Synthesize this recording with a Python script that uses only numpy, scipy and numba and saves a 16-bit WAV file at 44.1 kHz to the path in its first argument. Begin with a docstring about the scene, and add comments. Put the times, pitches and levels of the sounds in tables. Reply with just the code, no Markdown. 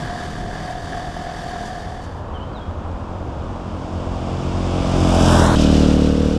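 """A V-twin motorcycle drones and rattles, heard on board beside the rear wheel. This dissolves to the
verge of a wooded road: a bird calls, the bike comes up from far off, then, after a cut, thumps away.
Two uneven firings per cycle ring the exhaust and the frame; tyres roar, the chain and valves hiss.
At the verge, distance and heading set the bike's levels, Doppler shift and rolling-noise colour."""
import sys
import numpy as np
from scipy import signal
from scipy.fft import rfft, irfft
from scipy.io import wavfile
from scipy.ndimage import uniform_filter1d, map_coordinates
from numba import njit

SR = 44100
rng = np.random.default_rng(int(sys.argv[2]) if len(sys.argv) > 2 else 0)


def pcm_store(signal):
    """Save signal as 16-bit PCM."""
    levels = np.round(np.clip(np.atleast_2d(signal), -1, 1) * 32767)
    wavfile.write(sys.argv[1], SR, levels.astype(np.int16).T)


N = 281358
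TIME = np.arange(N) / SR
SECOND_FIRING = 435 / 720  # share of the 720 degree cycle

# frame resonance (frequency [Hz], width [Hz], gain [dB])
FRAME_MODES = [(712, 62, -2)]
# airbox resonances (frequency [Hz], width [Hz], gain [dB], change side-on [dB])
AIRBOX_MODES = [(618.5, 72, 4, -3), (739, 29, 4, -16), (797, 38, -8, -27)]


def undb(db):
    """Decibels to gain."""
    return 10 ** (np.asarray(db) / 20)


def level(x, db):
    """Scale to rms 1, then by a level or level curve."""
    return x * undb(db) / np.sqrt(np.mean(x ** 2))


def curves(table):
    """Table columns, interpolated linearly in time."""
    times_s, *columns = np.transpose(table)
    return [np.interp(TIME, times_s, column) for column in columns]


def noise():
    """White noise."""
    return rng.standard_normal(N)


def walk(rate_hz):
    """Random steps, smoothed twice; rms 1."""
    hold = int(SR / rate_hz)
    steps = np.repeat(rng.standard_normal(N // hold + 1), hold)
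    return level(uniform_filter1d(uniform_filter1d(steps, hold), hold)[:N], 0)


def colour(x, spectrum, size=16384):
    """Minimum-phase filter from (Hz, dB) points, by the folded cepstrum."""
    hz, db = np.transpose(spectrum)
    grid_hz = np.maximum(np.arange(size // 2 + 1) * SR / size, 1)
    gain = undb(np.interp(np.log(grid_hz), np.log(hz), db))
    cepstrum = irfft(np.log(gain))
    cepstrum[1:size // 2] *= 2
    cepstrum[size // 2 + 1:] = 0
    return signal.fftconvolve(x, irfft(np.exp(rfft(cepstrum))))[:N]


def ring(x, modes):
    """Parallel resonances, each applied twice for steep skirts."""
    out = 0
    for hz, width_hz, db in modes:
        b, a = signal.iirpeak(hz, hz / (1.36 * width_hz), fs=SR)
        out = out + undb(db) * signal.lfilter(b, a, signal.lfilter(b, a, x))
    return out


def shifted(x, ratio):
    """Resample a noise, scaling its frequencies by the ratio."""
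    return map_coordinates(x, [np.cumsum(ratio)], order=3, mode="wrap")


@njit
def notch(x, hz, width_hz, depth):
    """Moving state-variable notch; depth 1 nulls the centre."""
    out, band_state, low_state = np.empty(len(x)), 0., 0.
    for i in range(len(x)):
        g, damping = np.tan(np.pi * hz[i] / SR), width_hz / hz[i]
        band = (band_state + g * (x[i] - low_state)) / (1 + g * (g + damping))
        band_state = 2 * band - band_state
        low_state += 2 * g * band
        out[i] = x[i] - depth[i] * damping * band
    return out


def path(speed_m_s=20.5, nearest_m=4.5, pass_s=5.45, sound_m_s=343):
    """Distance [m], heading (1 head-on, 0 side-on, -1 tail-on) and Doppler ratio."""
    ahead_m = speed_m_s * (pass_s - TIME)
    distance_m = np.hypot(ahead_m, nearest_m)
    heading = ahead_m / distance_m
    return distance_m, heading, 1 / (1 - heading * speed_m_s / sound_m_s)


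def carried(db_at_1m, off_axis, loss_db_m, side_loss_db):
    """Level at the verge [dB] after spreading, ground and air loss, and beaming along the road."""
    distance_m, _, _ = path()
    return db_at_1m - 20 * np.log10(distance_m) - loss_db_m * distance_m - side_loss_db * off_axis


def cycles(hz, firing_s):
    """Running count of engine cycles, whole at firing_s."""
    count = np.cumsum(hz) / SR
    return count + (-np.interp(firing_s, TIME, count)) % 1


def firings(cycle, second_db, scatter_db, jitter_s):
    """One pulse per cylinder and cycle, scattered in size and time."""
    pulses = np.zeros(N)
    for offset, db in ((0, 0), (SECOND_FIRING, second_db)):
        due = np.arange(1 + offset, cycle[-1])
        late, strong = rng.standard_normal((len(due), 2)).T
        at = (np.interp(due, cycle, TIME) + jitter_s * late) * SR
        np.add.at(pulses, np.clip(at.astype(int), 0, N - 1), -undb(db + scatter_db * strong))
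    return pulses


def puffs(cycle, depth_db, lag, width):
    """Noise that swells per firing (dips if depth_db < 0); lag and width in cycles."""
    swell = sum(np.exp(-(np.sin(np.pi * (cycle - lag - offset)) / (np.pi * width)) ** 2)
                for offset in (0, SECOND_FIRING))
    return noise() * undb(depth_db * swell)


def tree_reverb(x, t60_s):
    """Scatter from the trunks: a diffuse tail of unit energy."""
    t = TIME[:SR]
    tail = rng.standard_normal(SR) * undb(-60 * t / t60_s) * (t > .015)
    return signal.fftconvolve(x, tail / np.sqrt(np.sum(tail ** 2)))[:N]


def trunk_echoes(x):
    """Echoes of a moving source come and go, so its drone throbs unevenly."""
    # colour of the scatter (frequency [Hz], gain [dB])
    wood = [(90, 1), (135, 2), (180, -6), (225, -2), (270, 2), (330, 6), (450, 5), (600, -2)]
    scattered = colour(x, wood)
    return sum(np.roll(scattered, int(lag_s * SR)) * walk(20) for lag_s in rng.uniform(.01, .08, 5))


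def bird():
    """Unsteady whistles that swell and fade as they glide."""
    # (start [s], length [s], first pitch [Hz], last pitch [Hz], peak [dB])
    notes = [(2.334, .054, 3300, 2880, -41), (2.392, .066, 2850, 3220, -43.5),
             (2.528, .014, 4850, 4350, -51), (2.540, .062, 4200, 3280, -45),
             (2.602, .046, 3290, 3300, -44.5)]
    call, waver = np.zeros(N), 1 + 0.0076 * walk(300)
    for start_s, length_s, first_hz, last_hz, db in notes:
        along = np.clip((TIME - start_s) / length_s, 0, 1)
        hz = (first_hz + (last_hz - first_hz) * along) * waver
        call += undb(db) * np.sin(np.pi * along) * np.sin(2 * np.pi * np.cumsum(hz) / SR)
    return call + undb(-6.5) * tree_reverb(call, t60_s=0.57)


def verge():
    """A low wavering rumble and wind in the leaves."""
    # roadside rumble (frequency [Hz], gain [dB])
    rumble = [(15, -16), (28, -6), (45, -5.5), (62, -2.5), (84, 2), (100, -3), (130, -12.5), (300, -32.5),
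              (6000, -110)]
    # leaf rustle (frequency [Hz], gain [dB])
    leaves = [(100, -19), (700, -10), (1100, -3.5), (1500, -8.5), (2000, -20.5), (3200, -20.5), (4300, -29),
              (7500, -35), (10000, -46), (15000, -59)]
    low = level(colour(noise(), rumble), -30 + 0.9 * walk(22.86))
    return low + level(colour(noise(), leaves), -42 + 0.9 * walk(4))


def buffet(ease_db):
    """Air buffets the listener on board."""
    # wind (frequency [Hz], gain [dB])
    spectrum = [(12, -14), (26, 0), (60, -3.5), (110, -4), (250, -10), (450, -15.5), (1000, -29),
                (12000, -100)]
    return level(colour(noise(), spectrum), -31.5 + ease_db + 1.4 * walk(12))


def phasing(x, width_hz=600.):
    """Two hollows sweep up through the rolling noise at the pass."""
    # (time [s], lower centre [Hz], upper centre [Hz], depth [0-1])
    hollows = [(4.9, 1850, 4150, 0), (5.15, 2000, 4150, .45), (5.35, 2200, 4300, .65),
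               (5.45, 2500, 4450, .75), (5.5, 2800, 4950, .7), (5.55, 3000, 6000, .5)]
    low_hz, high_hz, depth = curves(hollows)
    return notch(notch(x, low_hz, width_hz, depth), high_hz, width_hz, depth)


def grit(stone_width_hz=1800, decay_s=0.011):
    """Close by, sand sizzles under the tyres and flicked stones ring briefly."""
    # (frequency [Hz], width [Hz], gain [dB])
    sand_bands = [(5400, 1700, 3), (7400, 1900, -4)]
    # (time [s], ring [Hz], onset level [dB])
    stones = [(5.254, 5850, -30), (5.324, 8200, -31), (5.36, 7500, -32), (5.395, 5450, -24),
              (5.438, 8200, -31), (5.462, 6900, -28)]
    _, heading, _ = path()
    grains = noise() * undb(4 * walk(400))
    sand_db = carried(-4, (1 - heading) ** 2, loss_db_m=2.1, side_loss_db=12)
    out = phasing(level(ring(grains, sand_bands), sand_db))
    for at_s, hz, db in stones:
        stone = level(ring(noise(), [(hz, stone_width_hz, 0)]), db)
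        out += stone * (TIME >= at_s) * np.exp(-np.abs(TIME - at_s) / decay_s)
    return out


def rolling_front(cycle, heading):
    """Tyre roar and chain hiss shift upward as the bike turns side-on."""
    # (frequency [Hz], gain [dB])
    tyre_spectrum = [(15, -13), (40, -3.5), (110, 0), (250, -0.5), (400, -4.5), (650, 0), (880, -3.5),
                     (1100, -4.5), (1380, -11.5), (1620, -21.5), (2600, -35.5), (12000, -100)]
    # (frequency [Hz], gain [dB])
    hiss_spectrum = [(1000, -2), (1900, -2.5), (2400, 3.5), (3000, 6), (3650, 5.5), (4200, -1.5),
                     (5000, 4.5), (6300, 1), (7600, 0.5), (9000, -3.5), (11000, -13.5), (15000, -28)]
    tyre_db = carried(-4, front_off_axis(heading), loss_db_m=0.15, side_loss_db=0.33)
    hiss_db = carried(-10, front_off_axis(heading), loss_db_m=0.23, side_loss_db=3.5)
    far_roar = undb(-33.5)  # carried by the wood
    tyres = shifted(colour(noise(), tyre_spectrum), 0.91 + 0.38 * np.sqrt(1 - heading ** 2))
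    tyres = level(tyres, 0.28 * walk(13)) * np.hypot(undb(tyre_db), far_roar)
    hiss = colour(puffs(cycle, depth_db=2, lag=0.049, width=0.14), hiss_spectrum)
    hiss = shifted(hiss, 0.97 + 0.11 * (1 - heading))
    # air absorbs the treble at a distance
    far = np.clip((1.5 - hiss_db) / 40, 0, 1)
    dull = signal.lfilter(*signal.butter(1, 3000, fs=SR), hiss)
    return phasing(tyres + level((1 - far) * hiss + far * dull, hiss_db))


def front_off_axis(heading):
    """The forward beam is broad; its loss levels off once the bike is past."""
    return np.minimum(1 - heading, 1.15) ** 2


def rolling_rear(cycle, off_axis):
    """From behind, tyre roar dips and hiss swells with each firing."""
    # (frequency [Hz], gain [dB])
    tyre_spectrum = [(40, 6.5), (250, 6.5), (450, 8.5), (700, 7), (1000, -0.5), (1500, -2.5), (1900, -11.5),
                     (3000, -16.5), (12000, -87)]
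    # (frequency [Hz], gain [dB])
    hiss_spectrum = [(1000, -18), (2100, -2), (2550, 6), (3000, 8), (3700, 6), (4250, 2.5), (5400, 4),
                     (6500, -1), (8200, -4), (9500, -11.5), (11000, -19), (15000, -32)]
    tyre_db = carried(-2.5, off_axis, loss_db_m=0.091, side_loss_db=17.4)
    hiss_db = carried(-11.7, off_axis, loss_db_m=0.17, side_loss_db=3.5)
    tyres = colour(puffs(cycle, depth_db=-4.5, lag=0.17, width=0.13), tyre_spectrum)
    hiss = colour(puffs(cycle, depth_db=6, lag=.02, width=0.33), hiss_spectrum)
    return level(tyres, tyre_db) + level(hiss, hiss_db + 0.98 * walk(20))


def chain_whine(off_axis):
    """The chain whines from behind, higher when side-on."""
    # (tail-on frequency [Hz], width [Hz], gain [dB])
    modes = [(2850, 150, 0), (3450, 150, -4), (4650, 200, -8)]
    whine = shifted(ring(noise(), modes), 1 + 0.2 * off_axis)
    return level(whine, carried(-19.5, off_axis, loss_db_m=0.25, side_loss_db=2))


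def chain_rattle(cycle):
    """On board, the chain hisses and rings; every firing strikes the sprocket."""
    # (time [s], relative level [dB])
    envelope = [(0.0, -40.5), (0.22, -40.5), (0.47, -44.5), (0.56, -40.5), (0.7, -42), (0.81, -45),
                (0.95, -40), (1.09, -44), (1.18, -42.5), (1.56, -41.5), (1.7, -43.5), (2.0, -44.5)]
    # (frequency [Hz], gain [dB])
    hiss_spectrum = [(300, 6.5), (950, 8.5), (1150, 9), (1400, 2.5), (1900, 0.5), (2450, -6.5),
                     (3400, -3.5), (4100, -9.5), (4600, -1.5), (5300, -9.5), (7000, -10), (9000, -15),
                     (11000, -23), (15000, -40)]
    # (frequency [Hz], width [Hz], gain [dB])
    chain_modes = [(3094, 200, -0.5), (3447, 106, 3), (3730, 99, 1), (4380, 150, -4), (4650, 99, -3),
                   (4900, 110, -1.5), (5510, 220, -5.5), (6010, 210, -6), (7230, 170, -14)]
    # (frequency [Hz], width [Hz], gain [dB])
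    sprocket_modes = [(1690, 215, 0)]
    rattle_db, = curves(envelope)
    hiss = colour(puffs(cycle, depth_db=3, lag=0.26, width=0.18), hiss_spectrum)
    hiss += ring(puffs(cycle, depth_db=5, lag=0.29, width=0.15), chain_modes)
    soft = signal.lfilter(*signal.butter(1, 5000, fs=SR), hiss)
    flickering_top = (hiss - soft) * undb(1.6 * walk(42.9))
    sprocket = ring(puffs(cycle, depth_db=13, lag=0.3, width=0.16), sprocket_modes)
    return level(soft + flickering_top, rattle_db + 6) + level(sprocket, rattle_db + 2)


def chain_slaps():
    """The chain hits the swingarm and rings the frame."""
    # (time [s], peak [dB])
    slaps = [(.702, -25), (1.165, -20)]
    out = np.zeros(N)
    for at_s, db in slaps:
        knock = ring(signal.unit_impulse(N, int(at_s * SR)), FRAME_MODES)
        out += undb(db) * knock / np.abs(knock).max()
    return out


def frame_ring(cycle):
    """The engine shakes the frame with blows and rattle."""
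    # (time [s], relative level [dB])
    envelope = [(0.0, -34), (0.12, -33), (0.24, -34.5), (0.3, -38.5), (0.48, -34), (0.61, -36),
                (0.70, -28.5), (0.82, -39), (0.96, -30.5), (1.08, -30), (1.12, -42), (1.21, -35),
                (1.29, -29.5), (1.35, -34), (1.5, -32), (1.85, -34.5), (1.99, -32), (2.04, -41)]
    frame_db, = curves(envelope)
    blows = firings(cycle, second_db=-3.5, scatter_db=0.5, jitter_s=8e-5)
    rattle = puffs(cycle, depth_db=7, lag=0.3, width=0.12)
    return level(ring(level(blows, 0) + level(rattle, -5), FRAME_MODES), frame_db + 1)


def intake_front(cycle, heading):
    """Gulps and rushing air ring the airbox, its colour turning with the bike; the cases clatter."""
    # engine cases (frequency [Hz], width [Hz], gain [dB])
    case_modes = [(978, 105, 1.5), (1510, 110, -6)]
    gulps = firings(cycle - .1, second_db=4.5, scatter_db=2.5, jitter_s=12e-5)
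    rush = puffs(cycle, depth_db=7, lag=0.1, width=0.14)
    intake = level(gulps, 0) + level(rush, 2)
    turned = np.minimum(1 - heading, 1)
    growl = sum(ring(intake, [mode]) * undb(side_db * turned) for *mode, side_db in AIRBOX_MODES)
    growl_db = carried(-3, front_off_axis(heading), loss_db_m=0.34, side_loss_db=2.9)
    # the cases beam across the road, so their loss grows end-on
    clatter_db = carried(-9.5, heading ** 2, loss_db_m=0, side_loss_db=22)
    return level(growl, growl_db) + level(ring(rush, case_modes), clatter_db)


def intake_rear(cycle):
    """The lowest airbox ring lingers while the bike is close."""
    growl = ring(puffs(cycle, depth_db=7, lag=0.1, width=0.14), [AIRBOX_MODES[0][:3]])
    return level(growl, carried(-1, 0, loss_db_m=2.24, side_loss_db=0))


def silencer(x, turn_hz, q):
    """An all-pass chamber smears each pulse into a short pressure swing."""
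    w = 2 * np.pi * turn_hz
    return signal.lfilter(*signal.bilinear([1, -w / q, w * w], [1, w / q, w * w], fs=SR), x)


def exhaust_on_board(cycle, ease_db):
    """Firings of steady size, the second in each cycle weaker, ring the pipe in a steady drone."""
    # one firing (frequency [Hz], gain [dB])
    spectrum = [(20, -29.5), (41, 3), (82, -7), (122, -9.5), (163, 3), (205, -11.5), (290, -13.5),
                (370, -12), (560, -20.5), (1000, -25.5), (2000, -82), (12000, -110)]
    pulses = firings(cycle, second_db=-5.5, scatter_db=0, jitter_s=4e-5)
    return level(colour(pulses, spectrum), -33 + ease_db)


def exhaust_front(cycle, heading):
    """The pipe points away; its echoes swell less than the direct drone as the bike nears."""
    # one firing (frequency [Hz], gain [dB])
    spectrum = [(20, -36), (44, 0.5), (88, -1), (133, -5.5), (178, 0.5), (222, -8.5), (267, -2.5),
                (315, -9.5), (355, -11), (405, -17), (450, -18), (492, -12), (600, -20), (730, -24),
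                (805, -21), (900, -40), (1300, -58), (12000, -110)]
    pulses = firings(cycle, second_db=-7.5, scatter_db=1, jitter_s=8e-5)
    drone = silencer(colour(pulses, spectrum), turn_hz=210, q=1.3)
    drone_db = carried(4.2, front_off_axis(heading), loss_db_m=0.085, side_loss_db=4)
    return level(drone, drone_db) + level(trunk_echoes(drone), .7 * drone_db - 16)


def exhaust_rear(cycle, off_axis):
    """Hard thumps: the boom spreads all round, the bark grows as the pipe's mouth faces the listener."""
    # one firing (frequency [Hz], gain [dB])
    spectrum = [(18, -30), (36, 2), (76, 2.5), (113, -9.5), (150, 7), (190, 4), (230, 8.5), (305, 4),
                (385, -5.5), (485, -9), (565, -6), (640, -19), (950, -61), (2500, -42), (12000, -100)]
    # (frequency [Hz], width [Hz], gain [dB])
    tail_pipe_modes = [(475, 70, 0)]
    pulses = firings(cycle, second_db=-8, scatter_db=.5, jitter_s=3e-5)
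    thump = silencer(colour(pulses, spectrum), turn_hz=420, q=.85)
    boom = signal.sosfiltfilt(signal.butter(2, 110, fs=SR, output="sos"), thump)
    bark = ring(thump, tail_pipe_modes)
    pipe = level(thump, carried(8.6, off_axis, loss_db_m=0, side_loss_db=19))
    pipe += level(boom, carried(-5.5, off_axis, loss_db_m=0.12, side_loss_db=1.5))
    pipe += level(bark, carried(3.5, off_axis, loss_db_m=0.088, side_loss_db=114))
    return pipe + undb(-22) * tree_reverb(pipe, t60_s=.35)


def on_board():
    """Beside the rear wheel; exhaust and wind sink as the throttle eases."""
    # (time [s], cycle rate [Hz])
    engine_speed = [(0.0, 39.34), (0.75, 40.68), (1.8, 41.3)]
    hz, = curves(engine_speed)
    cycle = cycles(hz, firing_s=0.002485)
    ease_db = -1.56 * TIME
    bike = exhaust_on_board(cycle, ease_db) + frame_ring(cycle) + chain_rattle(cycle)
    return bike + buffet(ease_db) + chain_slaps()


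def coming():
    """The bike approaches, its pitch raised by Doppler shift."""
    # (time [s], cycle rate at the bike [Hz])
    engine_speed = [(3.3, 41.06), (4.75, 42.58), (5.4, 41.3)]
    hz, = curves(engine_speed)
    _, heading, doppler = path()
    cycle = cycles(hz * doppler, firing_s=5.208)
    engine = exhaust_front(cycle, heading) + intake_front(cycle, heading)
    return engine + rolling_front(cycle, heading) + grit()


def going():
    """The bike recedes, its pitch lowered by Doppler shift."""
    # (time [s], cycle rate at the bike [Hz])
    engine_speed = [(5.85, 39.58), (6.25, 39.87), (6.38, 41)]
    hz, = curves(engine_speed)
    _, heading, doppler = path()
    cycle = cycles(hz * doppler, firing_s=5.9382)
    off_axis = 1 + heading
    return (exhaust_rear(cycle, off_axis) + rolling_rear(cycle, off_axis)
            + intake_rear(cycle) + chain_whine(off_axis))


def scene():
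    """The ride dissolves into the approach, which cuts to the bike from behind."""
    fade_start_s, fade_end_s, cut_s = 1.78, 2.35, 5.553
    dissolve = np.clip((TIME - fade_start_s) / (fade_end_s - fade_start_s), 0, 1)
    behind = np.clip((TIME - cut_s) / 0.0037, 0, 1)
    road = (1 - behind) * coming() + behind * going() + verge() + bird()
    return ((1 - dissolve) * on_board() + np.sqrt(dissolve) * road)[None]


def record(dry):
    """Soft clip, 4 ms fade-out, 15 kHz low-pass."""
    rounded = np.tanh(0.84 * dry) / 0.82
    closing = np.clip((TIME[-1] - TIME) / .004, 0, 1)
    return signal.sosfilt(signal.ellip(8, .2, 80, 15000, fs=SR, output="sos"), rounded * closing)


dry = scene()
out = record(dry)
pcm_store(out)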